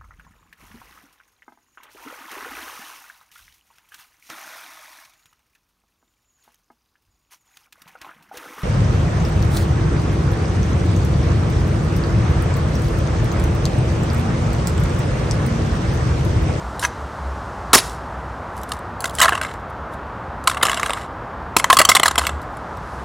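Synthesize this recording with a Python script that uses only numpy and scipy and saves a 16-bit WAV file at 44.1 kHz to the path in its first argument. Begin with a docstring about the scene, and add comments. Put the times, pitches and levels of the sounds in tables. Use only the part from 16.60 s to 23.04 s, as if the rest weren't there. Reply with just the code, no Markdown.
"""A concrete floor beside a wall: a shoe lifts off a flattened aluminium can and stomps a second one.
The crushed can drops and clatters, then is kicked twice and tumbles over the concrete.
Each metal contact is a burst of tiny snaps that rings a set of can modes; the slides are rubbed noise and grains.
Grit ticks under the shoes; behind lie a steady roar of filtered noise, a thin hiss and a far, wavering engine tone.
A faint diffuse tail and a scattered treble give the close sounds their room and width."""
import sys
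import numpy as np
from scipy import signal
from scipy.fft import rfft, irfft, next_fast_len
from scipy.io import wavfile
from scipy.ndimage import uniform_filter1d

SR = 44100
rng = np.random.default_rng(int(sys.argv[2]) if len(sys.argv) > 2 else 0)


def log_audio(samples):
    """Write samples as a 16-bit WAV file to the path given in sys.argv[1]."""
    # one column per channel
    frames = np.atleast_2d(samples).T
    # limit to full scale, then quantise
    limited = np.clip(frames, -1, 1)
    pcm = np.round(limited * 32767).astype(np.int16)
    wavfile.write(sys.argv[1], SR, pcm)


N = 284004
TIME = np.arange(N) / SR
HIT_TIME = TIME[:SR // 14]
LEVEL_WINDOW = SR // 100   # a contact's level is its energy spread over 10 ms
CUTOFF_HZ = 16000


def from_db(db):
    """Decibels to gain."""
    return 10 ** (np.asarray(db) / 20)


def rms_one(x):
    """Scale to unit power."""
    return x / np.sqrt(np.mean(x ** 2) + 1e-20)


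def at_level(x, db):
    """Scale a short sound to a contact level."""
    return x * from_db(db) * np.sqrt(LEVEL_WINDOW / (np.sum(x ** 2) + 1e-20))


def in_time(rows):
    """Join curve rows by straight lines."""
    s, *columns = np.transpose(rows)
    return [np.interp(TIME, s, c) for c in columns]


def cut(x, kind, hz, order=2):
    """Causal Butterworth filter."""
    hz = np.clip(hz, 10, .45 * SR)
    return signal.sosfilt(signal.butter(order, hz, kind, fs=SR, output="sos"), x)


def add(track, s, sound):
    """Mix a sound in at a time."""
    start = int(s * SR)
    track[start:start + len(sound)] += sound[:N - start]


def coloured(x, spectrum):
    """Shape a sound by a spectrum, straight on a log-frequency axis."""
    hz, db = np.transpose(spectrum)
    size = next_fast_len(N + SR // 10)
    log_hz = np.log(np.fft.rfftfreq(size, 1 / SR) + 1)
    gain = from_db(np.interp(log_hz, np.log(hz), db))
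    return irfft(rfft(x, size) * gain, size)[:N]


def sprinkled(spans, count, spread_db, fade_db=0):
    """Chance moments inside spans, with levels that fade along each span: (t/s, level/dB)."""
    start, length, db = np.transpose(spans)
    pick, place, size = rng.random((count, 3)).T
    k = np.searchsorted(np.cumsum(length) / np.sum(length), pick)   # longer spans get more
    level = db[k] - fade_db * place + spread_db * (2 * size - 1)
    return zip(start[k] + place * length[k], level)


# spectral density of the roar: (f/Hz, relative level/dB)
ROAR_SPECTRUM = [(25, -23.5), (38, -8.5), (50, 4.5), (70, 5), (100, 2), (200, -3.5), (400, -6.5), (600, -4),
                 (900, -1.5), (1300, -4), (1700, -11.5), (2400, -23.5), (5000, -36.5), (16000, -57)]


def roar(level_db=-30.5):
    """Steady roar of air: noise shaped to a low-heavy spectrum."""
    return from_db(level_db) * rms_one(coloured(rng.standard_normal(N), ROAR_SPECTRUM))


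# slow fall of the thin hiss almost to nothing, then its return: (t/s, level/dB)
HISS_LEVEL = [(0, -49.5), (.5, -52.5), (1.1, -53.5), (1.6, -57.5), (2.3, -63), (3.2, -81.5), (4.8, -91),
              (5.8, -60.5), (6.44, -53)]


def hiss(low_hz=1900, high_hz=7000, top_hz=9000):
    """Thin hiss: gently band-limited noise riding a slow level curve."""
    band = cut(rng.standard_normal(N), "band", [low_hz, high_hz], order=1)
    return from_db(in_time(HISS_LEVEL)[0]) * rms_one(cut(band, "low", top_hz))


# far engine: (t/s, f/Hz, level before the waver/dB)
ENGINE = [(0, 59, -32.5), (.2, 67.7, -38.5), (.45, 69.5, -38.5), (.72, 66.8, -30.5), (.9, 59.3, -41),
          (1.9, 64.85, -40), (2.4, 65.85, -44), (3.3, 70.25, -43.5), (4.1, 68, -43.5), (5.1, 63.3, -90),
          (5.5, 67.1, -36), (5.75, 72.8, -31), (6.0, 65.8, -64), (6.44, 64.7, -34.5)]


def engine_drone(waver_db=3.5, waver_hz=7):
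    """A far engine: one sine of gliding pitch whose level wavers slowly at random."""
    pitch, level_db = in_time(ENGINE)
    waver = rms_one(cut(rng.standard_normal(N), "low", waver_hz))
    tone = np.sin(2 * np.pi * np.cumsum(pitch) / SR)
    return np.sqrt(2) * from_db(level_db + waver_db * waver) * tone


# the can slides on the concrete after a drop or a kick: (t/s, length/s, relative starting level/dB)
CAN_SLIDES = [(2.617, .17, -26.5), (2.818, .13, -32.5), (3.875, 0.08, -31), (4.032, .41, -27),
              (5.102, 0.1, -35), (5.298, 0.087, -39), (5.442, 0.044, -19), (5.585, 0.14, -31.5)]
SLIDE_ATTACK_S, SLIDE_STOP_S, SLOWING_DB = .015, .018, 11.5   # a slide loses this much as the can slows


def sliding():
    """Level of all slides: each starts quickly, fades as the can slows, and stops."""
    total = np.zeros(N)
    for s, length, db in CAN_SLIDES:
        age = np.maximum(TIME - s, 0)
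        attack = np.minimum(age / SLIDE_ATTACK_S, 1)
        slowing = from_db(db - SLOWING_DB * np.minimum(age / length, 1))
        stop = np.exp(-np.maximum(age - length, 0) / SLIDE_STOP_S)
        total += slowing * attack * stop
    return total


# shoes and trousers brush, or the can's edge scuffs the sand, swelling and fading:
# (middle t/s, half length to 1/e/s, relative level/dB)
BRUSH_SWELLS = [(0.242, 0.027, -27), (1.253, .04, -35.5), (1.333, .04, -47), (1.993, 0.049, -52),
                (2.124, .04, -45.5), (2.458, 0.023, -36.5), (2.569, 0.031, -39), (2.645, .022, -32),
                (3.337, .02, -52.5), (3.894, .02, -29), (4.067, 0.046, -36), (4.259, 0.018, -37),
                (4.99, 0.015, -23), (5.136, 0.014, -20.5), (5.312, 0.015, -15.5), (5.46, 0.014, -26),
                (5.62, 0.042, -38), (6.34, 0.093, -56)]


def brushing(low_hz=3400, high_hz=12500, grain_db=4, slide_hiss_db=-12.5):
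    """Rubber, cloth and the sliding can rub: noise with a fast random level makes a fine, grainy rustle."""
    flutter = rms_one(cut(rng.standard_normal(N), "low", 250))
    grains = rng.standard_normal(N) * from_db(grain_db * flutter)
    swells = sum(from_db(db) * np.exp(-((TIME - s) / half) ** 2) for s, half, db in BRUSH_SWELLS)
    slides = from_db(slide_hiss_db) * sliding()   # the sandy hiss lies below the slides' ringing
    return (swells + slides) * rms_one(cut(grains, "band", [low_hz, high_hz]))


def ring(hz, t60, phase=0):
    """A struck mode dying away."""
    return np.sin(2 * np.pi * hz * HIT_TIME + phase) * from_db(-60 * HIT_TIME / t60)


def crackle(length, snaps_per_s, spread_db, rattle_db=-25, rattle_s=0.0082, rise_s=0.00047):
    """Force of one contact: it builds, a flurry of creases gives way, then comes a faint loose rattle."""
    size = len(HIT_TIME)
    moments = rng.random(size) < snaps_per_s / SR
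    strength = from_db(spread_db * (2 * rng.random(size) - 1))
    snaps = moments * rng.choice([-1, 1], size) * strength
    press = np.exp(-(HIT_TIME / max(length, .0005)) ** 2)
    rattle = from_db(rattle_db) * np.exp(-HIT_TIME / rattle_s)
    return snaps * (press + rattle) * (1 - np.exp(-HIT_TIME / rise_s))


def shell(modes, crack_db, facet_db, damping, scatter_db=2, detune=.015, facet_low_hz=2400,
          facet_t60=0.024, count=64):
    """One blow's ring: the can's modes, the small crumpled facets at the spot struck, and a bare crack."""
    mode_hz, mode_db, mode_t60 = np.transpose(modes)[:, :, None]
    strength, bend, place = rng.standard_normal((3, len(modes), 1))
    mode_gain = np.sign(place) * from_db(mode_db + scatter_db * strength)
    sound = np.sum(mode_gain * ring(mode_hz * (1 + detune * bend), mode_t60 / damping), axis=0)
    facet_hz = rng.uniform(facet_low_hz, CUTOFF_HZ, (count, 1))
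    facets = rng.standard_normal((count, 1)) * ring(facet_hz, facet_t60 / damping)
    sound += from_db(facet_db) * np.sum(facets, axis=0)
    sound[0] += from_db(crack_db)
    return sound


# single grains cracking under a sole or a can: (t/s, relative level/dB)
GRAINS = [(.194, -14), (1.2955, -25), (2.033, -20.5), (2.1344, -26), (2.0915, -27), (2.4044, -13.5),
          (2.4204, -24.5), (2.551, -15.5), (2.9382, -35.5), (3.3353, -36), (3.8394, -26), (5.9695, -32.5),
          (6.1707, -34)]
# a sole grinds on sand, which ticks at random: (t/s, length/s, relative level/dB)
SOLE_GRINDS = [(1.955, 0.25, -32), (2.9, .22, -44), (2.41, .16, -26), (5.8, 0.082, -35), (5.72, .26, -51)]
# modes of a crushed can, also rung by grit, scraping and clatter:
# (nominal f/Hz, relative level/dB, t60 before damping/s)
CRUSHED_CAN = [(301, -27.5, 0.0078), (544, -4.5, 0.022), (668, -6, 0.065), (764, -8, 0.046),
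               (1057, -0.5, 0.076), (1200, -4, .03), (1250, 9, 0.011), (1624, 3.5, 0.015),
               (2007, -2, 0.029), (2223, -10.5, 0.031), (2670, -1, 0.01), (2913, -24.5, 0.023),
               (3510, -17.5, 0.0099), (3924, -0.5, 0.01), (5350, -7, 0.021), (7540, 2, 0.02),
               (8400, -5.5, 0.041)]


def grit(low_hz=3000, high_hz=15000, gain_db=-13):
    """Grains of sand and small creases crack in bright ticks, each with a tiny ring of its own."""
    out = np.zeros(N)
    for s, db in [*GRAINS, *sprinkled(SOLE_GRINDS, count=28, spread_db=4)]:
        force = crackle(0.0012, snaps_per_s=6300, spread_db=12)
        tick = signal.fftconvolve(force, shell(CRUSHED_CAN, crack_db=10.5, facet_db=-5, damping=1.3))
        add(out, s, at_level(cut(tick, "band", [low_hz, high_hz]), db + gain_db))
    return out


def scraping(grains_per_s=2500, spread_db=6, low_hz=1200, high_hz=5000, count=4):
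    """Sand grains under the sliding rim keep the can's shell ringing, struck at several spots."""
    rung = np.zeros(N)
    for spot in range(count):
        moments = rng.random(N) < grains_per_s / count / SR
        strength = from_db(spread_db * rng.standard_normal(N).clip(-2, 2))
        grains = moments * rng.standard_normal(N) * strength
        struck = shell(CRUSHED_CAN, crack_db=14.5, facet_db=-30.5, damping=1.3)
        rung += signal.oaconvolve(grains, struck)[:N]
    return sliding() * rms_one(cut(rung, "band", [low_hz, high_hz], order=1))


# a shoe's blow or the falling can knocks on the floor: (t/s, relative level/dB, decay/s)
FLOOR_KNOCKS = [(1.133, -6.5, 0.0097), (1.151, -7.5, 0.0053), (2.615, -23, 0.0079), (4.03, -21.5, .005),
                (4.965, -14, 0.0062)]


def thuds(low_hz=150, high_hz=520, weight_hz=55, weight_db=-12, weight_t60=0.077):
    """A dull slap of rubber, can and concrete in decaying noise, with a low, longer thump of weight."""
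    out = np.zeros(N)
    for s, db, decay in FLOOR_KNOCKS:
        push = rng.standard_normal(len(HIT_TIME)) * np.exp(-HIT_TIME / decay)
        slap = at_level(cut(push, "band", [low_hz, high_hz]), db)
        weight = at_level(ring(weight_hz, weight_t60), db + weight_db)
        add(out, s, slap + weight)
    return out


BODY_TOP_HZ, CLANK_TOP_HZ = 2300, 6900   # a contact splits into body, clank and sizzle
# contacts harder or brighter than a firm one sizzle higher, softer ones lower
FIRM_SIZZLE_TOP_HZ, SIZZLE_HZ_PER_DB, FIRM_DB = 11000, 190.5, -13.5


def can(contacts, modes, snaps_per_s, spread_db, stretch, crack_db, facet_db, damping, lower_db, upper_db,
        panel_t60, bottom_hz, clank_db, sizzle_db, upper_hz, upper_scatter):
    """Each contact crackles into the can's shell; the two panels nearest to it ring most."""
    sounds = []
    for row in contacts:
        force = crackle(row[1] * stretch, snaps_per_s, spread_db)
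        struck = signal.fftconvolve(force, shell(modes, crack_db, facet_db, damping))
        sounds.append(struck[:len(HIT_TIME)])
    bodies = cut(sounds, "low", BODY_TOP_HZ, order=4)
    bodies = cut(bodies, "high", bottom_hz, order=1)   # a small shell radiates little bass
    clanks = cut(sounds, "band", [BODY_TOP_HZ, CLANK_TOP_HZ], order=3)
    sizzles = cut(sounds, "high", CLANK_TOP_HZ, order=4)
    out = np.zeros(N)
    swell = 1 - np.exp(-HIT_TIME / 0.0011)
    for (s, length, db, bright_db, panel_hz), body, clank, sizzle in zip(contacts, bodies, clanks, sizzles):
        lower_panel = swell * ring(panel_hz, panel_t60)
        body = at_level(body, 0) + at_level(lower_panel, lower_db)
        upper_panel_hz = upper_hz * np.exp(upper_scatter * rng.uniform(-1, 1))
        upper_panel = swell * ring(upper_panel_hz, panel_t60)
        clank = at_level(clank, 0) + at_level(upper_panel, upper_db)
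        sizzle_top_hz = FIRM_SIZZLE_TOP_HZ + SIZZLE_HZ_PER_DB * (db + bright_db - FIRM_DB)
        sizzle = cut(sizzle, "low", sizzle_top_hz)
        treble = at_level(clank, clank_db) + at_level(sizzle, sizzle_db)
        add(out, s, at_level(body, db) + from_db(db + bright_db) * treble)
    return out


# the flat can springs back as the shoe lifts:
# (t/s, crackle length before stretch/s, relative level/dB, brightness/dB, panel f/Hz)
SPRING_BACKS = [(.227, 0.014, -17.5, -2.5, 1620), (.2355, 0.0071, -21, -3, 1620),
                (.243, 0.0027, -18, -6, 1690), (.249, 0.0027, -13.5, 5, 1650)]
# modes of the older flat can: (nominal f/Hz, relative level/dB, t60 before damping/s)
FLAT_CAN_MODES = [(690, -29, 0.014), (950, 2, 0.0448), (1370, -9.5, 0.046), (1640, -8.5, 0.026),
                  (1890, -9, .025), (2100, -8, .025), (2560, -2.5, .03), (3150, -7.5, 0.0515),
                  (5770, 7, 0.027), (6200, 11, .03)]


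def release():
    """Freed of the shoe, the flat can's sheet springs back in a few crackles."""
    return from_db(-2.0) * can(
        SPRING_BACKS, FLAT_CAN_MODES, snaps_per_s=5000, spread_db=-2.5, stretch=1.0, crack_db=32.0,
        facet_db=-10, damping=0.72, lower_db=-2, upper_db=-16.5, panel_t60=0.02, bottom_hz=500,
        clank_db=-7, sizzle_db=-21.0, upper_hz=2520, upper_scatter=.05)


# the standing can folds at full force until it is down, is pressed flat more quietly,
# then the last creases die away; times run from the first fold
STOMP_S, STOMP_DB, FOLD_GAP_S = 1.1308, -7.5, .0062
FOLD_LENGTH_S = 0.0028   # before stretch
COLLAPSE_S, LANDING_S, LANDING_DROP_DB = 0.021, .008, 15
PRESS_S, SETTLE_DB_PER_S = 0.052, 886
FOLD_BRIGHT_DB, BRIGHTEN_DB_PER_S, FOLD_PANEL_HZ = 6.5, 111, 1065   # the flatter the can, the brighter


def folds(count=13, jitter_s=0.0015, spread_db=2, detune=0.14):
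    """The wall of the standing can buckles in a quick run of contacts."""
    late, size, bend = rng.uniform(-1, 1, (count, 3)).T
    age = FOLD_GAP_S * np.arange(count) + jitter_s * (late - late[0])
    landed = np.clip((age - COLLAPSE_S) / LANDING_S, 0, 1)
    settling_db = SETTLE_DB_PER_S * np.maximum(age - PRESS_S, 0)
    db = STOMP_DB - LANDING_DROP_DB * landed - settling_db + spread_db * size
    bright_db = FOLD_BRIGHT_DB + BRIGHTEN_DB_PER_S * age
    panel_hz = FOLD_PANEL_HZ * (1 + detune * bend)
    return np.transpose([STOMP_S + age, np.full(count, FOLD_LENGTH_S), db, bright_db, panel_hz])


# modes of the standing can as it folds: (nominal f/Hz, relative level/dB, t60 before damping/s)
FOLDING_CAN_MODES = [(261, 9.5, 0.014), (387, -7, 0.01), (540, -5, .018), (763, 2.5, 0.024),
                     (980, -4, 0.035), (1190, 6.5, 0.02), (1180, 3.5, 0.051), (1620, -0.5, .016),
                     (1980, -12.5, 0.014), (2615, -3.5, .02), (3426, -2, .015), (3930, -1, 0.025),
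                     (4550, -2, 0.032), (5300, 6, .018), (8540, -4, .035), (10300, 5, 0.02)]


def stomp():
    """The run of folds rings the can's wall, strongly damped."""
    return from_db(3.0) * can(
        folds(), FOLDING_CAN_MODES, snaps_per_s=4000, spread_db=11.5, stretch=1.97, crack_db=26.0,
        facet_db=-8.5, damping=3.9, lower_db=-16, upper_db=-7.0, panel_t60=0.035, bottom_hz=162,
        clank_db=-9.0, sizzle_db=-8.0, upper_hz=4490, upper_scatter=0.18)


def touches(above_slide_db=1, length_s=.006, bright_db=1, panel_hz=1160, detune=0.14):
    """Light contacts of the rocking rim, weaker as each slide slows."""
    contacts = []
    for s, db in sprinkled(CAN_SLIDES, count=26, spread_db=0, fade_db=SLOWING_DB):
        bent_hz = panel_hz * (1 + detune * rng.uniform(-1, 1))
        contacts.append((s, length_s, db + above_slide_db, bright_db, bent_hz))
    return contacts


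# the crushed can drops, is kicked and tumbles:
# (t/s, crackle length before stretch/s, relative level/dB, brightness/dB, panel f/Hz)
TUMBLES = [(2.118, 0.0033, -23.5, 5, 1245), (2.441, 0.0041, -18, 1, 1405), (2.455, .003, -24, 5, 1320),
           (2.585, .004, -22.5, 6, 1940), (2.594, 0.0033, -21.5, 4, 1530), (2.601, 0.0038, -12.5, 4, 1280),
           (2.614, 0.017, -6, 5, 1920), (2.627, 0.013, -6.5, 0.5, 1210), (2.644, 0.0055, -10.5, -2.5, 1150),
           (2.655, 0.0043, -8.5, -6, 1140), (2.681, 0.0051, -9, -11, 1730),
           (2.692, 0.0019, -12, -2.5, 1140), (2.722, 0.0068, -13.5, -13, 1680),
           (2.73, 0.0084, -17.5, -11, 1550), (2.751, .004, -19, -4, 1150), (2.776, .003, -20, -9, 1170),
           (2.813, 0.0038, -18.5, -2.5, 1560), (2.832, .006, -28, 3, 1310),
           (2.848, 0.0054, -22.5, -7, 1560), (3.873, 0.0067, -6, 1.5, 1366), (3.897, .002, -19, 0.5, 1337),
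           (3.913, .006, -19.5, -5.5, 1180), (3.945, .003, -24.5, -3, 1290),
           (3.97, 0.0089, -19, -7.5, 1260), (4.012, 0.0055, -23, -19, 1210), (4.026, .003, -22.5, 6, 1220),
           (4.029, 0.0053, -7.5, 3.5, 1385), (4.052, .003, -15.5, 3.5, 1180),
           (4.058, 0.0035, -18, -2, 1190), (4.066, 0.0023, -20, 4, 1140), (4.084, 0.002, -16, -11.5, 1230),
           (4.096, 0.0011, -15.5, -2, 1100), (4.115, .005, -19, 1, 990), (4.13, 0.0028, -17, -9, 1180),
           (4.143, .003, -27, 8, 910), (4.173, 0.0013, -20, -2, 1120), (4.196, .004, -19.5, -1, 1230),
           (4.231, 0.00059, -13.5, -5.5, 1220), (4.26, 0.0043, -20.5, 1, 1290),
           (4.295, .002, -18, -7, 1230), (4.305, 0.0016, -19, -0.5, 1000), (4.333, 0.0029, -22.5, 4, 1070),
           (4.372, .005, -26, -6, 1160), (4.9655, 0.0035, -3, 4, 943), (4.9975, 0.0032, -15.5, -1.5, 2130),
           (5.0425, 0.0011, -7.5, -1, 970), (5.1, 0.0074, 3.5, -8.5, 1044), (5.128, 0.0025, -2.5, 0, 1030),
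           (5.1685, .003, -2.5, 0, 1200), (5.188, 0.0069, -3.5, 7.5, 1210),
           (5.2005, 0.0049, -3, -3.5, 1060), (5.214, .005, -5, 0, 1215), (5.2505, 0.0035, -11.5, 9.5, 1220),
           (5.289, 0.01, 0.5, 6, 1220), (5.316, 0.0048, -6.5, -6, 1280), (5.35, 0.0078, -6.5, 6.5, 1160),
           (5.365, 0.0063, -7.5, 1.5, 2100), (5.397, .003, -11.5, 1.5, 1040), (5.432, 0.003, -6, 2, 1997),
           (5.457, .008, -7, -0.5, 970), (5.48, 0.0048, -11, 3.5, 1240), (5.51, 0.0053, -17.5, -1, 1060),
           (5.556, 0.0018, -19, -0.5, 1270), (5.579, 0.0088, -10, 4.5, 990), (5.593, 0.0022, -17, 2, 1110),
           (5.616, 0.0024, -20, -14, 1220), (5.637, 0.0062, -23, -9, 1290), (5.651, .0035, -24, -2, 1438),
           (5.668, 0.00068, -18.5, 7.5, 1190), (5.692, 0.0033, -21, -2.5, 1310)]


def clatter():
    """The crushed can's crumpled shell rings at every knock and rim touch on the concrete."""
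    return from_db(-1.42) * can(
        [*TUMBLES, *touches()], CRUSHED_CAN, snaps_per_s=6000, spread_db=2, stretch=0.99, crack_db=27.5,
        facet_db=-6.5, damping=1.47, lower_db=-2.0, upper_db=-5, panel_t60=0.018, bottom_hz=410,
        clank_db=-6.5, sizzle_db=-7.5, upper_hz=3208, upper_scatter=0.273)


def room(x, level_db=-25, build_s=0.0028, low_hz=400, split_hz=6300, top_hz=11000, t60_s=0.47,
         treble_t60_s=0.34):
    """A faint diffuse tail from bare walls: decaying noise in two bands."""
    t = TIME[:SR]
    dull, bright = rng.standard_normal((2, SR)) * (1 - np.exp(-t / build_s))
    dull = cut(dull, "band", [low_hz, split_hz]) * from_db(-60 * t / t60_s)
    # air soaks up the treble sooner
    bright = cut(bright, "band", [split_hz, top_hz]) * from_db(-60 * t / treble_t60_s)
    tail = dull + bright
    return from_db(level_db) * signal.fftconvolve(x, tail / np.sqrt(np.sum(tail ** 2)))[:N]


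def width(x, side_db=-14, scatter_s=.003, above_hz=5300):
    """The treble scatters differently into the two channels; lower sound is the same in both."""
    t = TIME[:SR // 150]
    scatter = rng.standard_normal(len(t)) * t * np.exp(-2 * t / scatter_s)
    phase = np.angle(rfft(scatter, 2 * len(t)))
    even = irfft(np.exp(1j * phase))[:len(t)]   # all pitches scatter about equally strongly
    side = from_db(side_db) * signal.oaconvolve(cut(x, "high", above_hz, order=10), even)[:N]
    return np.array([x + side, x - side])


# colour of the close pickup: (f/Hz, level/dB)
PICKUP_COLOUR = [(100, -5.5), (600, -2), (1500, -1), (2200, 0.5), (2400, -5), (3000, 1.5), (6000, -3),
                 (10700, -1.5), (11700, -6.5), (16000, -9)]


def scene():
    """Cans, shoes and grit close by, in the room, over the background."""
    background = roar() + hiss() + engine_drone()
    rubbing = brushing() + grit() + scraping()
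    blows = thuds() + release() + stomp() + clatter()
    near = coloured(rubbing + blows, PICKUP_COLOUR)
    return width(near + room(near)) + background


def record(dry, top=0.72, bass_hz=38):
    """Loud cracks overload the microphone; the deepest bass and the top are cut."""
    mid = dry.mean(axis=0)
    squeeze = (1 + (mid / top) ** 4) ** (-1 / 4)
    side = (dry - mid) * uniform_filter1d(squeeze, SR // 500)   # gain smoothed over 2 ms
    steep = signal.ellip(10, .1, 70, CUTOFF_HZ, fs=SR, output="sos")
    return signal.sosfilt(steep, cut(mid * squeeze, "high", bass_hz) + side)


dry = scene()
out = record(dry)
log_audio(out)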